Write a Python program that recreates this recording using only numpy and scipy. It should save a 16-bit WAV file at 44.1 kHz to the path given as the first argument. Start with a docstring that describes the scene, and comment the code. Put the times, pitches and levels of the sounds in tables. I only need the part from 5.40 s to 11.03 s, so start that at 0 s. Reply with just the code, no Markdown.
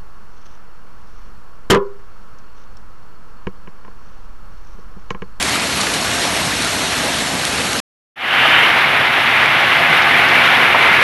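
"""A corrugated roof, then a courtyard under a canopy, in hail and heavy rain. Mono.
Roof: stones patter, ping and thump on the sheets and ice cracks close by, over the wash of the downpour.
After a short silence the courtyard fades in: the canopy roars, its panels drum and sing, water splashes.
Near impacts are clicks with a ringing tail; far ones merge into noise. Heavy stones knock in both places."""
import sys
import numpy as np
from scipy import signal
from scipy.io import wavfile
from scipy.ndimage import uniform_filter1d

SR = 44100
rng = np.random.default_rng(int(sys.argv[2]) if len(sys.argv) > 2 else 0)


def unload_wav(signal):
    """Save mono or channel-first audio to the path in sys.argv[1] as 16-bit WAV at rate SR, clipped to [-1, 1]."""
    wavfile.write(
        sys.argv[1],
        SR,
        np.round(np.clip(np.atleast_2d(signal).T, -1, 1) * 32767).astype(np.int16),
    )


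N = 248283
TAPS = 4096
TIME_S, RING_S = np.arange(N) / SR, np.arange(TAPS) / SR
GRID_HZ = np.fft.rfftfreq(TAPS, 1 / SR)

# spectrum of cracking ice: f/Hz, level/dB
ICE_SPECTRUM = [(300, -22), (2500, 1), (4300, 5), (6500, 0), (9500, 2.5), (12000, -7.5)]


def gain_of(db):
    return 10 ** (np.asarray(db) / 20)


def unit_rms(x):
    return x / np.sqrt(np.mean(x ** 2) + 1e-20)


def curve_db(points):
    """Spectrum on GRID_HZ, interpolated over log frequency."""
    hz, db = np.transpose(points)
    return np.interp(np.log(GRID_HZ + 1), np.log(hz), db)


def resonances_db(modes):
    """Bell-shaped bumps on GRID_HZ."""
    return sum(db * np.exp(-(2 * (GRID_HZ - hz) / width_hz) ** 2) for hz, width_hz, db in modes)


def low_pass(x, hz):
    return signal.oaconvolve(x, signal.firwin(511, hz, window=("kaiser", 8), fs=SR), "same")


def colour(x, shape_db):
    """Minimum-phase filter: attacks stay sharp."""
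    log_gain = np.log(gain_of(np.r_[shape_db, shape_db[-2:0:-1]]))
    response = np.fft.ifft(np.exp(np.conj(signal.hilbert(log_gain)))).real
    return signal.oaconvolve(x, response)[:len(x)]


def burst(t60_s, shape_db):
    """Decaying coloured noise, peak 1."""
    noise = rng.choice([-1, 1], TAPS) * 1000 ** (-RING_S / t60_s)
    hit = colour(noise, shape_db)
    return hit / abs(hit).max()


def wash(patchy_db, flutter_db):
    """Far impacts merge into noise, with drifting patches and a flutter common to all bands."""
    bands = signal.stft(rng.standard_normal(N), nperseg=512, noverlap=384)[2]
    patches = uniform_filter1d(rng.standard_normal(bands.shape), size=7, axis=0)
    patches = unit_rms(uniform_filter1d(patches, size=16, axis=1))
    flutter = unit_rms(uniform_filter1d(rng.standard_normal(bands.shape[1]), size=9))
    bands *= gain_of(patchy_db * patches + flutter_db * flutter)
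    return unit_rms(signal.istft(bands, nperseg=512, noverlap=384)[1][:N])


def strike(t60_s, ring_db):
    """One impact: a click, then the dense ringing of the struck spot."""
    ring = rng.standard_normal(TAPS) * 1000 ** (-RING_S / t60_s)
    click = RING_S == 0
    hit = click + gain_of(ring_db) * ring / np.linalg.norm(ring)
    return hit / np.linalg.norm(hit)


def impacts(per_s, spread_db, t60_s, ring_db, spots=24):
    """Stones of random size hit differently ringing spots at random times."""
    size = gain_of(spread_db * np.minimum(rng.exponential(1, N), 4))
    blows = size * rng.choice([-1, 1], N) * (rng.random(N) < per_s / SR)
    spot = rng.integers(0, spots, N)
    hits = (signal.oaconvolve(blows * (spot == k), strike(t60_s, ring_db))[:N] for k in range(spots))
    return unit_rms(sum(hits))


def pings(per_s, spread_db, t60_s, low_hz, high_hz, spots=40):
    """Small stones on the ridges ring one pitch each; higher ones are weaker."""
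    size = gain_of(spread_db * np.minimum(rng.exponential(1, N), 3))
    blows = size * (rng.random(N) < per_s / SR)
    spot = rng.integers(0, spots, N)
    out = np.zeros(N)
    for k, hz in enumerate(np.geomspace(low_hz, high_hz, spots)):
        ping = np.sin(2 * np.pi * hz * RING_S) * 1000 ** (-RING_S / t60_s) / hz ** 0.31
        out += signal.oaconvolve(blows * (spot == k), ping)[:N]
    return unit_rms(out)


def roof(easing_db_per_s=0.36):
    """Patter and wash excite the sheets, which also bend and thump; ice ticks and pings on top."""
    # spectra of the struck roof and of whole sheets bending: f/Hz, level/dB
    roof_spectrum = [(100, -21.5), (250, -1.5), (370, -0.5), (520, -1), (700, 1), (1000, 0), (2200, -0.04),
                     (3100, -2.5), (4300, -4.5), (5500, -6.5), (7000, -9.5), (9500, -10.5), (11500, -18)]
    thump_spectrum = [(20, -34), (40, -16.5), (62, -3.5), (110, -3.5), (170, -1), (228, -1), (285, 0),
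                      (340, -10.5), (500, -15.5), (1500, -48)]
    # sheet resonances: f/Hz, width/Hz, gain/dB
    sheet_modes = [(682, 90, 2), (930, 200, 0.5), (4070, 1200, 2), (4870, 300, -4), (10230, 660, 1),
                   (11330, 700, 6)]
    patter = impacts(per_s=1800, spread_db=1.5, t60_s=0.032, ring_db=6.5)
    patter += gain_of(3) * wash(patchy_db=1.76, flutter_db=0.75)
    sheets = unit_rms(colour(patter, curve_db(roof_spectrum) + resonances_db(sheet_modes)))
    thumps = impacts(per_s=1100, spread_db=1.2, t60_s=0.032, ring_db=-3.5)
    thumps = unit_rms(colour(thumps, curve_db(thump_spectrum)))
    ticks = impacts(per_s=300, spread_db=0, t60_s=0.006, ring_db=-4.5)
    ticks = unit_rms(colour(ticks, curve_db(ICE_SPECTRUM)))
    ridges = pings(per_s=260, spread_db=5.5, t60_s=0.039, low_hz=1795, high_hz=8080)
    hail = (gain_of(-18.5) * sheets + gain_of(-29) * thumps
            + gain_of(-36) * ticks + gain_of(-33.5) * ridges)
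    return gain_of(-easing_db_per_s * TIME_S) * hail


def flurries_db(depth_db, slow_hz, fast_hz):
    """The fall thickens and thins at random."""
    rates_hz = np.geomspace(slow_hz, fast_hz, 24)
    sway = sum(np.sin(2 * np.pi * (hz * TIME_S + rng.random())) / np.sqrt(hz) for hz in rates_hz)
    return depth_db * unit_rms(sway)


def downpour(spectrum, per_s, t60_s, wash_db):
    """Near blows and far wash on one part of the canopy."""
    # canopy resonances: f/Hz, width/Hz, gain/dB
    panel_modes = [(139.4, 34, 4), (247, 30, 5), (363, 21, 3.5), (681, 100, 1), (1930, 82, 0.5),
                   (2050, 41, 3), (2144, 50, 3.5), (2275, 99, 1.5)]
    blows = impacts(per_s, spread_db=2, t60_s=t60_s, ring_db=-1, spots=32)
    rain = blows + gain_of(wash_db) * wash(patchy_db=0.6, flutter_db=1.24)
    return unit_rms(colour(rain, curve_db(spectrum) + resonances_db(panel_modes)))


def clatter(full_s=3, end_s=3.27, release_s=0.09, rise_db_per_s=14, fade_db_per_s=25):
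    """Bright clatter on the canopy: swells, holds, drops to a fading trace."""
    # clatter spectrum: f/Hz, level/dB
    clatter_spectrum = [(700, -30), (1200, -12), (1700, -4.5), (2400, -11), (2750, -2), (3050, -0.5),
                        (3300, -10), (3650, -11.5), (4100, -32), (6000, -46)]
    until_s, since_s = np.maximum(full_s - TIME_S, 0), np.maximum(TIME_S - end_s, 0)
    release_db = -21 * np.minimum(since_s / release_s, 1) - fade_db_per_s * since_s
    level_db = -15.5 - rise_db_per_s * until_s + release_db
    return gain_of(level_db) * downpour(clatter_spectrum, per_s=1900, t60_s=0.022, wash_db=-1)


def courtyard(usual_fall_db=-12, heavy_start_s=4.5, heavy_rise_s=0.29):
    """Hail shakes the canopy, panels drum and sing, drops splash; all but the clatter follow one fall."""
    # strength of the fall, a lull then a slow build: t/s, level/dB
    fall = [(3.05, -12), (3.33, -11.5), (3.45, -13), (3.72, -13.5), (4.1, -12.5), (4.45, -12), (5.05, -10),
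            (5.35, -11.5), (5.63, -10)]
    # spectra of the canopy's parts and the splashes: f/Hz, level/dB
    roar_spectrum = [(400, -41.5), (1000, -8), (1350, -3), (1680, -0.5), (2150, -2.5), (2400, -3),
                     (2600, -5), (3200, -20), (4200, -23.5), (7000, -44.5)]
    body_spectrum = [(150, -30), (400, -14), (530, -5.5), (620, -4.5), (690, -1), (790, -0.5), (1000, -3.5),
                     (1250, -6.5), (1800, -9.5), (4000, -50)]
    rattle_spectrum = [(1500, -29), (2400, -15), (2800, 2.5), (3100, 0), (3600, -3), (4100, -10.5),
                       (4800, -17.5), (5700, -23), (6800, -31), (9000, -33)]
    drum_spectrum = [(20, -51), (45, -28), (65, -15), (84, -4.5), (105, -3.5), (140, -1.5), (200, -4),
                     (255, -2.5), (330, -3), (450, -3.5), (900, -26.5), (3000, -69)]
    singing_spectrum = [(1500, -50), (1900, -17), (2080, 1), (2200, -6), (2330, 5), (2480, -10),
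                        (3200, -51)]
    splash_spectrum = [(2000, -10), (5500, 4), (7800, -5.5), (9000, -1), (10300, 1.5), (13000, 0.5)]
    fall_db = np.interp(TIME_S, *np.transpose(fall)) - usual_fall_db
    fall_db += flurries_db(depth_db=0.48, slow_hz=4, fast_hz=14)
    heavy = np.clip((TIME_S - heavy_start_s) / heavy_rise_s, 0, 1)  # heavier stones set in
    roar_gain = gain_of(-13.5 + 0.84 * fall_db)
    body_gain = gain_of(-20 + 0.98 * fall_db)
    rattle_gain = gain_of(-21.5 + 0.61 * fall_db)
    drum_gain = gain_of(-30 + 0.26 * fall_db + 2.5 * heavy)
    singing_gain = gain_of(-26 + 1.3 * fall_db + heavy)
    splash_gain = gain_of(-36 + 0.99 * fall_db)
    return (roar_gain * downpour(roar_spectrum, per_s=2500, t60_s=0.049, wash_db=-4)
            + body_gain * downpour(body_spectrum, per_s=1400, t60_s=0.028, wash_db=-3)
            + rattle_gain * downpour(rattle_spectrum, per_s=1500, t60_s=0.021, wash_db=3)
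            + clatter()
            + drum_gain * downpour(drum_spectrum, per_s=1100, t60_s=0.065, wash_db=3)
            + singing_gain * downpour(singing_spectrum, per_s=830, t60_s=0.041, wash_db=-1)
            + splash_gain * downpour(splash_spectrum, per_s=1100, t60_s=0.011, wash_db=6))


def cracks():
    """The nearest hailstones shatter brightly."""
    # shattering stones: t/s, level/dB, t60/s
    stones = [(0.0261, -6.5, .025), (0.095, -9, .006), (0.409, -9, .008), (0.414, -15, .02),
              (.538, -11, .08), (1.0514, -15, .09), (1.1623, -19, 0.016), (1.2204, -14, .04),
              (1.2476, -8, .015), (2.0521, -3, 0.0096), (2.3312, -7, 0.012)]
    out = np.zeros(N)
    for start_s, db, t60_s in stones:
        out[round(start_s * SR):][:TAPS] += gain_of(db) * burst(t60_s, curve_db(ICE_SPECTRUM))
    return out


def knocks():
    """Each heavy stone rings one spot of the roof or, later, the canopy."""
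    # heavy stones: t/s, level/dB, f/Hz, t60/s
    heavy_stones = [(.414, -8, 5200, .03), (.469, -7, 2400, .025), (.83, -12, 2400, .03),
                    (0.851, -14, 700, .08), (1.016, -15, 890, 0.017), (1.044, -24, 150, 0.12),
                    (1.2, -21, 190, .09), (1.53, -14, 2100, 0.15), (1.927, -18.5, 226, .09),
                    (2.0513, -16, 4360, .015), (3.051, -4, 1020, 0.061), (3.259, -10, 1250, .09),
                    (4.484, -21, 150, 0.14), (4.62, -10.5, 3000, 0.1), (4.885, -11, 3000, .07),
                    (5.345, -3, 830, 0.078)]
    out = np.zeros(N)
    for start_s, db, hz, t60_s in heavy_stones:
        spot_db = np.maximum(-16 * np.log2((GRID_HZ + 1) / hz) ** 2, -70)
        out[round(start_s * SR):][:TAPS] += gain_of(db) * burst(t60_s, spot_db)
    return out


def scene():
    """The roof scene ends abruptly; after a short silence the scene changes and the courtyard fades in."""
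    roof_end_s, yard_start_s, fade_s = 2.403, 2.757, 0.28
    roof_gate = np.clip((roof_end_s - TIME_S) / 0.002, 0, 1)
    yard_fade = np.clip((TIME_S - yard_start_s) / fade_s, 0, 1) ** 0.93
    mono = roof_gate * low_pass(roof() + cracks(), hz=11900) + yard_fade * courtyard() + knocks()
    return np.array([mono, mono])


def record(dry):
    """Soft clip near full scale, then band limit."""
    rounded = dry / (1 + dry ** 12) ** (1 / 12)
    return np.array([low_pass(channel, hz=13030) for channel in rounded])


dry = scene()
out = record(dry)
unload_wav(out)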